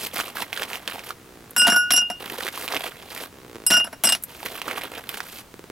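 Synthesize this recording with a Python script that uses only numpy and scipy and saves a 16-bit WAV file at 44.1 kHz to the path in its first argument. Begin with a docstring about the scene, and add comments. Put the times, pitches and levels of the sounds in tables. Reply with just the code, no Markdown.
"""In a tent, ice cubes drop into a tall glass on a camping table: modal rings, table thuds, broadband cracks.
The ring time of the glass varies with the ice in it, shortest at the end.
Around the drops a hand squeezes a plastic bag of ice to the right: resonant pops, filtered hiss, snaps.
The seat creaks in runs of slips as the arm reaches over; soft noise comes through the tent wall."""
import sys
import numpy as np
from scipy import signal
from scipy.fft import rfft, irfft, next_fast_len
from scipy.io import wavfile
from scipy.ndimage import uniform_filter1d, minimum_filter1d, map_coordinates

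SR = 44100
rng = np.random.default_rng(int(sys.argv[2]) if len(sys.argv) > 2 else 0)


def transcribe(signal):
    """Save signal, clipped to [-1, 1], as a 16-bit WAV file at the path in sys.argv[1]."""
    frames = np.atleast_2d(signal).T
    limited = np.clip(frames, -1, 1)
    pcm = np.round(limited * 32767).astype(np.int16)
    wavfile.write(sys.argv[1], SR, pcm)


N = 251811


def amp(db):
    """dB to amplitude factor."""
    return 10 ** (np.asarray(db) / 20)


def unit_rms(x):
    """x scaled to rms 1."""
    return x / np.sqrt(np.mean(x ** 2) + 1e-20)


def clock():
    """Sample times in s."""
    return np.arange(N) / SR


def along(points, hz):
    """Interpolate (f/Hz, value) points on a log frequency axis."""
    f, value = np.transpose(points)
    return np.interp(np.log(hz + 1), np.log(f + 1), value)


def filtered(x, response):
    """x times a complex response of frequency."""
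    m = next_fast_len(N + SR // 2)
    return irfft(rfft(x, m) * response(np.fft.rfftfreq(m, 1 / SR)), m)[..., :N]


def coloured(x, spectrum):
    """x shaped by the given spectrum, at rms 1."""
    return unit_rms(filtered(x, lambda hz: amp(along(spectrum, hz))))


def resonate(x, modes):
    """x through parallel resonances (f/Hz, width/Hz, level/dB) of alternating sign."""
    def response(f):
        total = 0
        for k, (centre, width, db) in enumerate(modes):
            damping = 1j * f * width
            total = total + (-1) ** k * amp(db) * damping / (centre * centre - f * f + damping)
        return total
    return filtered(x, response)


def add(track, s, sound):
    """Mix a sound in at time s."""
    part = track[max(round(s * SR), 0):][:len(sound)]
    part += sound[:len(part)]


def place(x, balance_db, lead_rad):
    """Stereo from left-minus-right level and left phase lead, both functions of frequency."""
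    def channel(side):
        return filtered(x, lambda hz: amp(side * balance_db(hz)) * np.exp(1j * side * lead_rad(hz)))
    return np.array([channel(.5), channel(-.5)])


def grains(rate, spread_db):
    """Random impulses, rate per s on average, mostly small and a few large."""
    size = amp(spread_db * np.minimum(rng.exponential(size=N), 4))
    return (rng.random(N) < rate / SR) * size * rng.choice([-1, 1], N)


def levelled(x, span_s):
    """x with its running rms held near 1."""
    return x / np.sqrt(np.abs(uniform_filter1d(x * x, max(int(span_s * SR), 2))) + 1e-9)


def wobble(rate):
    """Random curve, straight lines between rate knots per s."""
    knots = rng.standard_normal(int(N * rate / SR) + 4)
    return map_coordinates(knots, [np.arange(N) * rate / SR], order=1)


# outdoor noise spectrum: f/Hz, level/dB
AIR_SPECTRUM = [(20, -14), (55, -5.5), (200, -3.5), (560, -10), (6000, -23.5), (16000, -26)]
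AIR_DB = -49


def air():
    """Soft outdoor noise through the tent wall: a shared part plus a weaker opposed part."""
    mid, side = (coloured(rng.standard_normal(N), AIR_SPECTRUM) for _ in range(2))
    side = amp(-6.5) * filtered(side, lambda hz: hz / (hz + 150))
    return amp(AIR_DB) * np.array([mid + side, mid - side])


# decay of the tent's answer: f/Hz, t60/s
TENT_DECAY = [(200, 0.017), (2000, 0.098), (12000, 0.095)]


def tent(x):
    """Cloth and nearby boxes give a very short answer: stereo noise decaying per band."""
    hz, t, z = signal.stft(rng.standard_normal((2, SR // 5)), SR, nperseg=256)
    decay = amp(-60 * t / along(TENT_DECAY, hz)[:, None])
    tail = signal.istft(z * decay, SR, nperseg=256)[1]
    delayed = np.pad(x, (130, 0))[None]  # samples
    return signal.fftconvolve(delayed, tail / np.linalg.norm(tail[0]), axes=1)[:, :N]


# single slips of the seat: t/s, level/dB
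SLIPS = [(3.557, -22), (5.5412, -25.5), (5.5934, -23.5), (5.641, -24), (5.7005, -19.5)]
# runs of slips: start/s, length/s, initial rate/(1/s), first level/dB, last level/dB
CREAKS = [(1.126, 0.41, 70, -38, -32), (3.313, 0.33, 70, -33.5, -25)]
CREAK_SLOWS = 0.25  # share of its rate that a run loses by its end
SLIP_HZ, SLIP_RISE_S = 380, 0.0012


def creak():
    """Taut seat fabric sticks and slips, ever more slowly in a run; every slip is one dull knock."""
    knocks = list(SLIPS)
    for start, length, rate, first_db, last_db in CREAKS:
        done = np.linspace(0, 1, int(length * SR))
        turns = np.cumsum(rate * (1 - CREAK_SLOWS * done)) / SR
        slip_at = done[np.flatnonzero(np.diff(np.floor(turns)))]  # one slip per whole turn
        knocks += [(start + length * u, first_db + (last_db - first_db) * u) for u in slip_at]
    slips = np.zeros(N)
    for (s, db), scatter in zip(knocks, rng.standard_normal(size=200)):
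        add(slips, s, amp([db + 1.7 * scatter]))
    t = np.arange(SR // 80) / SR
    swell = t / SLIP_RISE_S * np.exp(1 - t / SLIP_RISE_S)
    knock = swell * np.sin(2 * np.pi * SLIP_HZ * t)
    cloth = amp(-6.5) * signal.fftconvolve(slips, knock)[:N]
    return cloth + amp(17) * resonate(slips, [(990, 1100, 0)])


GRIP_S, SQUEEZE_DB, RELEASE_T60_S = 0.0076, 4.5, 0.078


def squeeze(start, length):
    """Envelope of one squeeze: a quick grip, a swell as the hand presses, a release."""
    age = clock() - start
    swell_db = SQUEEZE_DB * (np.clip(age / length, 0, 1) - 1)
    release_db = -60 * np.clip((age - length) / RELEASE_T60_S, 0, 2)
    return np.clip(age / GRIP_S, 0, 1) * amp(swell_db + release_db)


# hand in the bag: from/s, to/s
REACHES = [(-.09, 1.13), (2.15, 3.28), (4.24, 5.42)]
# squeezes: start/s, length/s, crumple level/dB, hiss level/dB
GRABS = [(-0.01, 0.077, -35.5, -30.5), (0.13, 0.084, -30.5, -30.5), (0.185, 0.11, -37, -40),
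         (0.348, 0.084, -32, -34.5), (0.536, 0.11, -34, -38), (0.669, 0.1, -34.5, -38.5),
         (0.869, 0.078, -35.5, -41), (0.95, 0.048, -39, -45.5), (1.03, 0.075, -39.5, -41),
         (2.194, 0.16, -35, -40), (2.368, 0.12, -33.5, -36.5), (2.518, 0.14, -35.5, -36),
         (2.697, 0.076, -27.5, -35), (2.788, 0.093, -31.5, -36.5), (3.088, 0.16, -37, -38),
         (4.277, 0.16, -44, -45.5), (4.446, 0.014, -27.5, -30), (4.46, 0.13, -37, -40),
         (4.644, 0.09, -30, -40), (4.752, 0.032, -29, -35.5), (4.806, 0.058, -33, -41.5),
         (4.91, 0.082, -35.5, -43), (5.093, 0.098, -38.5, -39), (5.223, 0.18, -44.5, -41.5)]
# spectral shaping of the folds: f/Hz, level/dB
FILM_SPECTRUM = [(100, 2), (190, -1), (400, 4), (1200, 1.5), (2000, -0.5), (3200, -1), (4300, -10.5),
                 (6000, -62), (12000, -52)]
# spectral shaping of the sliding film: f/Hz, level/dB
HISS_SPECTRUM = [(2000, 6.5), (4500, 9.5), (7000, 3.5), (10000, 6.5), (13500, 9), (16000, 0.5)]
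BRUSH_CRUMPLE_DB, BRUSH_HISS_DB = -47, -53  # the arm brushes the bag between squeezes
EASE_S = 0.14  # the hand slides in
LEVEL_SPAN_S = .035


def rummage():
    """Countless small folds of plastic buckle under the hand, while film slides on film."""
    t = clock()
    inside = sum(np.clip((t - start) / EASE_S, 0, 1) * (t <= end) for start, end in REACHES)
    crumple, hiss = amp(BRUSH_CRUMPLE_DB) * inside, amp(BRUSH_HISS_DB) * inside
    for start, length, crumple_db, hiss_db in GRABS:
        press = squeeze(start, length)
        crumple = np.maximum(crumple, amp(crumple_db) * press)
        hiss = np.maximum(hiss, amp(hiss_db) * press)
    clumps = amp(4.36 * wobble(220))  # folds give way in clusters
    folds, crinkles = np.zeros(N), np.zeros(N)
    for hz in np.geomspace(230, 4600, num=12):  # fold sizes pop at different pitches
        pops = clumps * amp(3 * wobble(90)) * grains(rate=170, spread_db=3.0)
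        folds += resonate(pops, [(hz, 0.26 * hz, 0)])
    for hz in np.geomspace(2500, 15000, num=10):
        crinkles += resonate(clumps * grains(rate=450, spread_db=4), [(hz, 0.2 * hz, 0)])
    slide = 0.62 * unit_rms(clumps * grains(rate=5000, spread_db=6))
    fizz = unit_rms(crinkles) + slide + 0.2 * rng.standard_normal(N)
    body = levelled(coloured(folds, FILM_SPECTRUM), LEVEL_SPAN_S)
    fizz = levelled(coloured(fizz, HISS_SPECTRUM), LEVEL_SPAN_S)
    return crumple * body + hiss * fizz


# folds that snap: t/s, level/dB, f/Hz
SNAPS = [(0.069, -17, 2930), (0.1705, -12.5, 4730), (0.191, -15.5, 1240), (0.2008, -11.5, 1430),
         (0.37, -15.5, 1560), (0.4095, -27, 704), (0.4213, -12, 2860), (0.5294, -9.5, 2500),
         (0.575, -14.5, 1700), (0.596, -19, 2740), (0.621, -12, 1690), (0.632, -13, 2920),
         (0.732, -16.5, 2530), (0.756, -17.5, 2600), (0.877, -10, 3280), (0.898, -19.5, 1850),
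         (0.958, -20, 780), (0.993, -21.5, 2770), (1.106, -18.5, 1280), (2.242, -25.5, 1510),
         (2.387, -20, 486), (2.408, -15.5, 1500), (2.435, -17, 3120), (2.467, -14, 1950),
         (2.479, -14.5, 1770), (2.576, -15.5, 1090), (2.679, -11, 2900), (2.686, -16, 2400),
         (2.723, -12, 3940), (2.7465, -13, 3100), (2.766, -12, 2800), (2.92, -29.5, 1580),
         (3.025, -25.5, 3440), (3.176, -22, 2100), (4.43, -18.5, 840), (4.46, -17.5, 2060),
         (4.556, -24.5, 1190), (4.617, -13, 2650), (4.681, -14.5, 1260), (4.712, -18, 1480),
         (4.818, -19.5, 3170), (5.092, -14, 3060), (5.143, -17.5, 1640), (5.204, -15.5, 1620)]
SNAP_RING, SNAP_RING_T60_S = 0.18, 0.016  # film around the fold rings on near its pitch


def snaps():
    """A large fold flips with a pop of a few cycles, rings briefly and shakes loose a spray of small ones."""
    out, t = np.zeros(N), np.arange(SR // 25) / SR

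    def noise(band_hz):
        band = signal.butter(2, band_hz, "band", fs=SR)
        return unit_rms(signal.lfilter(*band, rng.standard_normal(len(t))))

    for s, db, hz in SNAPS:
        pop = np.sin(2 * np.pi * hz * t) * np.exp(-(t * hz / 2.6) ** 2)
        ring = SNAP_RING * amp(-60 * t / SNAP_RING_T60_S) * noise([0.89 * hz, 1.34 * hz])
        edge = amp(-22.5 - 60 * t / 0.034) * noise([7500, 15000])
        spray_env = 0.69 * amp(-60 * t / 0.0043) + 0.15 * amp(-60 * t / 0.059)
        snap = pop + ring + spray_env * noise([450, 4000])
        add(out, s, amp(db) * (snap / np.abs(snap).max() + edge))
    return filtered(out, lambda hz: 1j * hz / (1j * hz + 300))  # thin film radiates little bass


# wet ice ticking by itself: t/s, level/dB
TICKS = [(1.508, -38.5), (4.2247, -37), (4.2368, -22), (4.835, -35.5), (5.091, -28.5)]
# spectrum of a tick: f/Hz, level/dB
TICK_SPECTRUM = [(300, -49), (1500, -7.5), (5000, -18), (12500, 11), (16000, -11)]


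def ticks():
    """Thin, high ticks of ice that leave the glass still: noise with a two-stage decay."""
    env, t = np.zeros(N), np.arange(SR // 10) / SR
    for s, db in TICKS:
        add(env, s, amp(db) * (amp(2.5 - 60 * t / 0.018) + amp(-6 - 60 * t / 0.057)))
    return env * coloured(rng.standard_normal(N), TICK_SPECTRUM)


# ice meets glass: t/s, thud/dB, rim/dB, brightness/octaves above the lowest rim mode,
# fall away from it/(dB/octave), wall/dB, treble/dB (also the cube's own ring), crack/dB
CONTACTS = [(1.564, -20.5, -22.0, 0.51, 10, -23, -22.5, -27), (1.5794, -25, -17, 2.8, 4.5, -26, -17, -39),
            (1.596, -31, -11.5, 1.48, 8, -31.0, -25, -36), (1.618, -23, -15.5, 0.84, 7.5, -26, -25, -33),
            (1.649, -26.5, -12, 0.63, 16, -34.5, -44, -34), (1.668, -11, -25, 0.36, 7, -28, -24, -16.5),
            (1.679, -10, -14.5, 0.61, 17.0, -29, -24, -16.5),
            (1.7, -24.5, -19.5, 0.61, 11.0, -19.5, -23.0, -26),
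            (1.72, -13, -16, 0.52, 16.5, -24.0, -24, -37),
            (1.744, -26, -18, 0.18, 15.0, -33.5, -35.5, -41.0),
            (1.761, -22.5, -16, 0.02, 10.5, -23.5, -21, -33),
            (1.906, -20, -24.5, 0.02, 13, -18, -27, -16.5), (1.92, -35, -21, 1.2, 10.0, -25, -14, -28.0),
            (1.934, -21, -16, 1.12, 14, -17, -16.5, -26.0), (1.963, -41, -20.0, 0.73, 11, -17.0, -18, -31),
            (1.976, -25.5, -12.5, 0.64, 14, -19, -27.5, -27), (2.016, -32, -15.0, 0.68, 20, -49, -42, -54),
            (2.1003, -23.5, -26.0, 0.57, 13.0, -32, -36.5, -36.5),
            (3.665, -33, -9.5, 2.7, 11.5, -27.5, -14, -34), (3.7033, -13, -21, 0.02, 15, -27, -18, -11.5),
            (3.714, -14, -12, 0.44, 10.0, -14, -23.0, -17.5),
            (3.737, -17, -7.5, 0.26, 10.5, -19, -21, -21.0),
            (3.768, -17, -14.5, 0.84, 8.0, -19, -22.5, -33), (3.8, -21.5, -15.5, 0.82, 24, -40, -37, -38.0),
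            (3.844, -27, -39, 0.43, 0.5, -41, -38, -48), (3.869, -27, -49, 0.026, 15, -50.5, -49, -48),
            (3.928, -27, -49, 0.02, 3.0, -44.5, -44, -48), (4.037, -16, -15, 0.02, 10, -23, -15.5, -21),
            (4.045, -21, -9, 2.6, 21, -29, -22, -25), (4.052, -20.5, -10.5, 2.7, 7.5, -21.0, -16, -24),
            (4.071, -20, -13, 1.84, 5, -29, -26.0, -27), (4.0901, -28, -7, 2.9, 13, -41, -31, -20),
            (4.098, -22.5, -13.5, 2.83, 6.5, -43, -27, -25.0),
            (4.122, -22.5, -16.5, 1.07, 4, -24, -21.5, -20), (4.15, -28.5, -45, 0.02, 8, -39, -29.5, -28.5)]
CUBE_HZ, CUBE_SCATTER_OCT, CUBE_T60_S = 10890, 0.11, 0.04


def cubes():
    """Each blow makes the cube ring briefly and hoarsely, at a pitch that varies with the striking corner."""
    out, t = np.zeros(N), np.arange(SR // 8) / SR
    for s, *_, treble_db, _ in CONTACTS:
        hz = CUBE_HZ * 2 ** (CUBE_SCATTER_OCT * rng.uniform(-1.05, 1))
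        band = signal.butter(2, [0.965 * hz, 1.056 * hz], "band", fs=SR)
        hoarse = unit_rms(signal.lfilter(*band, rng.standard_normal(len(t))))
        add(out, s, amp(treble_db - 60 * t / CUBE_T60_S) * hoarse)
    return out


# rim bending modes, lowest first: f/Hz, relative level/dB, free t60/s
RIM = [(1460, 0, .42), (2830, -3, .64), (5106, -10, .35), (8106, -4, .17)]
# wall and base modes: f/Hz, relative level/dB, free t60/s
WALL = [(5380, -8, .18), (5523, -2, .27), (5696, -3.5, .28), (7471, -6, .2)]
# highest modes, woken by a sharp corner of ice: f/Hz, relative level/dB, free t60/s
TREBLE = [(9929, -6, .23), (10357, -8, .16), (10912, -9, .14), (11159, -3, .2), (11851, -15, .1),
          (13827, -13, .15), (14190, -13, .12)]
# damping by ice: t/s, share of free ring time
FILL = [(1.8, 1.0), (2.0, 0.46), (3.7, 0.61), (4.05, 0.3)]
# table under the glass: f/Hz, width/Hz, level/dB
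TABLE_MODES = [(202, 54, -1.5), (270, 80, -1.5), (619, 124, -3.5), (923, 117, -2.5), (1476, 430, -1.5),
               (1910, 2400, -14)]
# crack spectrum: f/Hz, level/dB
CRACK_SPECTRUM = [(200, -17), (900, -1.5), (3400, 1.5), (6300, -5.5), (11000, -6.5), (15500, -17)]
# glass bobbing on the table once ice reaches its bottom: t/s, f/Hz, relative level/dB
BOB = [(1.62, 695, -13), (1.665, 693, 1), (1.73, 693, -5), (2.1, 715, 5), (3.7, 670, -3)]
BOB_DB, BOB_FREE_T60_S = -9, 0.19  # level re thud
ICE_MUTE = 1.42  # how strongly the ice also mutes the lowest rim mode
WALL_FLUTTER = .45


def glass():
    """Each contact stops the old ring and starts a new mix of modes, with a table thud, a bob and a crack."""
    s, thud_db, ring_db, bright, fall_db, wall_db, treble_db, crack_db = np.transpose(CONTACTS)
    t = clock()
    last = np.maximum(np.searchsorted(s, t, side="right") - 1, 0)  # latest contact
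    age, begun = np.maximum(t - s[last], 0), t >= s[0]
    share = np.interp(s, *np.transpose(FILL))
    free = share[last]

    def mode(hz, level_db, free_t60, kick_rad, build_s, flutter):
        """One decaying mode; each contact shifts its phase at random."""
        phase = np.exp(1j * np.cumsum(kick_rad * rng.standard_normal(len(s))))
        decay = amp(np.maximum(-60 * age / (free_t60 * free), -150))
        swing = begun * (amp(level_db) * phase)[last] * decay
        keep = np.exp(-1 / (build_s * SR))
        swing = signal.lfilter([1 - keep], [1, -keep], swing)
        # the rocking ice loads the glass unevenly
        swing *= 1 + flutter / free * (wobble(170) + 1j * wobble(170))
        carrier = np.exp(2j * np.pi * np.cumsum(hz * np.ones(N)) / SR)
        return np.sqrt(2) * np.real(swing * carrier)

    rim, wall = np.zeros(N), np.zeros(N)
    for k, (hz, db, t60) in enumerate(RIM):
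        level_db = db + ring_db - fall_db * np.abs(np.log2(hz / RIM[0][0]) - bright)
        if k == 0:
            level_db = level_db + ICE_MUTE * 20 * np.log10(share)
        rim += mode(hz, level_db, t60, kick_rad=0.64, build_s=0.73 / hz, flutter=0.11)
    for modes, group_db in ((WALL, wall_db), (TREBLE, treble_db)):
        for hz, db, t60 in modes:
            level_db = group_db + db + rng.normal(0, 3.6, len(s))
            wall += mode(hz, level_db, t60, kick_rad=1.0, build_s=0.00026, flutter=WALL_FLUTTER)

    def chatter():
        """The cube chatters for a moment on every contact."""
        return levelled(grains(rate=3500, spread_db=1.5), 0.0062)

    # the base passes the blow to the table, whose small top radiates little bass
    push = begun * amp(thud_db[last] - 60 * age / 0.065) * chatter()
    thud = amp(13) * filtered(resonate(push, TABLE_MODES), lambda hz: 1j * hz / (1j * hz + 110))
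    bob_s, bob_hz, bob_db = np.transpose(BOB)
    bob_level_db = thud_db + BOB_DB + np.interp(s, bob_s, bob_db)
    bob = mode(np.interp(t, bob_s, bob_hz), bob_level_db, BOB_FREE_T60_S,
               kick_rad=0.75, build_s=0.0013, flutter=0.3)
    crack_env = amp(5.5 - 60 * age / 0.0096) + amp(-2.0 - 60 * age / 0.1)
    crack = begun * amp(crack_db[last]) * crack_env * coloured(chatter(), CRACK_SPECTRUM)
    return amp(4.0) * rim + amp(-3.5) * wall + thud + bob + crack


# left phase lead of the glass: f/Hz, lead/rad
GLASS_LEAD = [(60, 0.1), (520, -0.8), (7000, -0.26), (9400, 0.31)]
# bag and seat balance: f/Hz, left minus right level/dB
BAG_SIDE = [(200, -0.5), (700, -3), (2400, -6), (4400, -5), (8000, 3), (15000, 2.5)]
CLINK_ROOM_DB, HANDLING_ROOM_DB = -21, -12


def scene():
    """Glass straight ahead, bag and seat to the right, the tent's answer and the air around."""
    clinks = glass() + cubes() + ticks()
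    handling = rummage() + snaps() + creak()

    def right_lead_rad(hz):
        """Sound from the right is 45 us late at left; the treble arrives in step."""
        return -2 * np.pi * hz * 45e-6 / (1 + (hz / 6000) ** 6)

    ahead = place(clinks, np.zeros_like, lambda hz: along(GLASS_LEAD, hz))
    right = place(handling, lambda hz: along(BAG_SIDE, hz), right_lead_rad)
    walls = amp(CLINK_ROOM_DB) * tent(clinks) + amp(HANDLING_ROOM_DB) * tent(handling)
    return ahead + right + walls + air()


LIMIT_DB, TOP_HZ = -5.0, 16000


def record(dry):
    """A fast limiter holds the loudest peaks down; then a low-pass cuts all above TOP_HZ."""
    needed = np.minimum(1, amp(LIMIT_DB) / (np.abs(dry).max(axis=0) + 1e-9))
    gain = uniform_filter1d(minimum_filter1d(needed, size=130), size=90)
    return filtered(dry * gain, lambda hz: hz < TOP_HZ)


dry = scene()
out = record(dry)
transcribe(out)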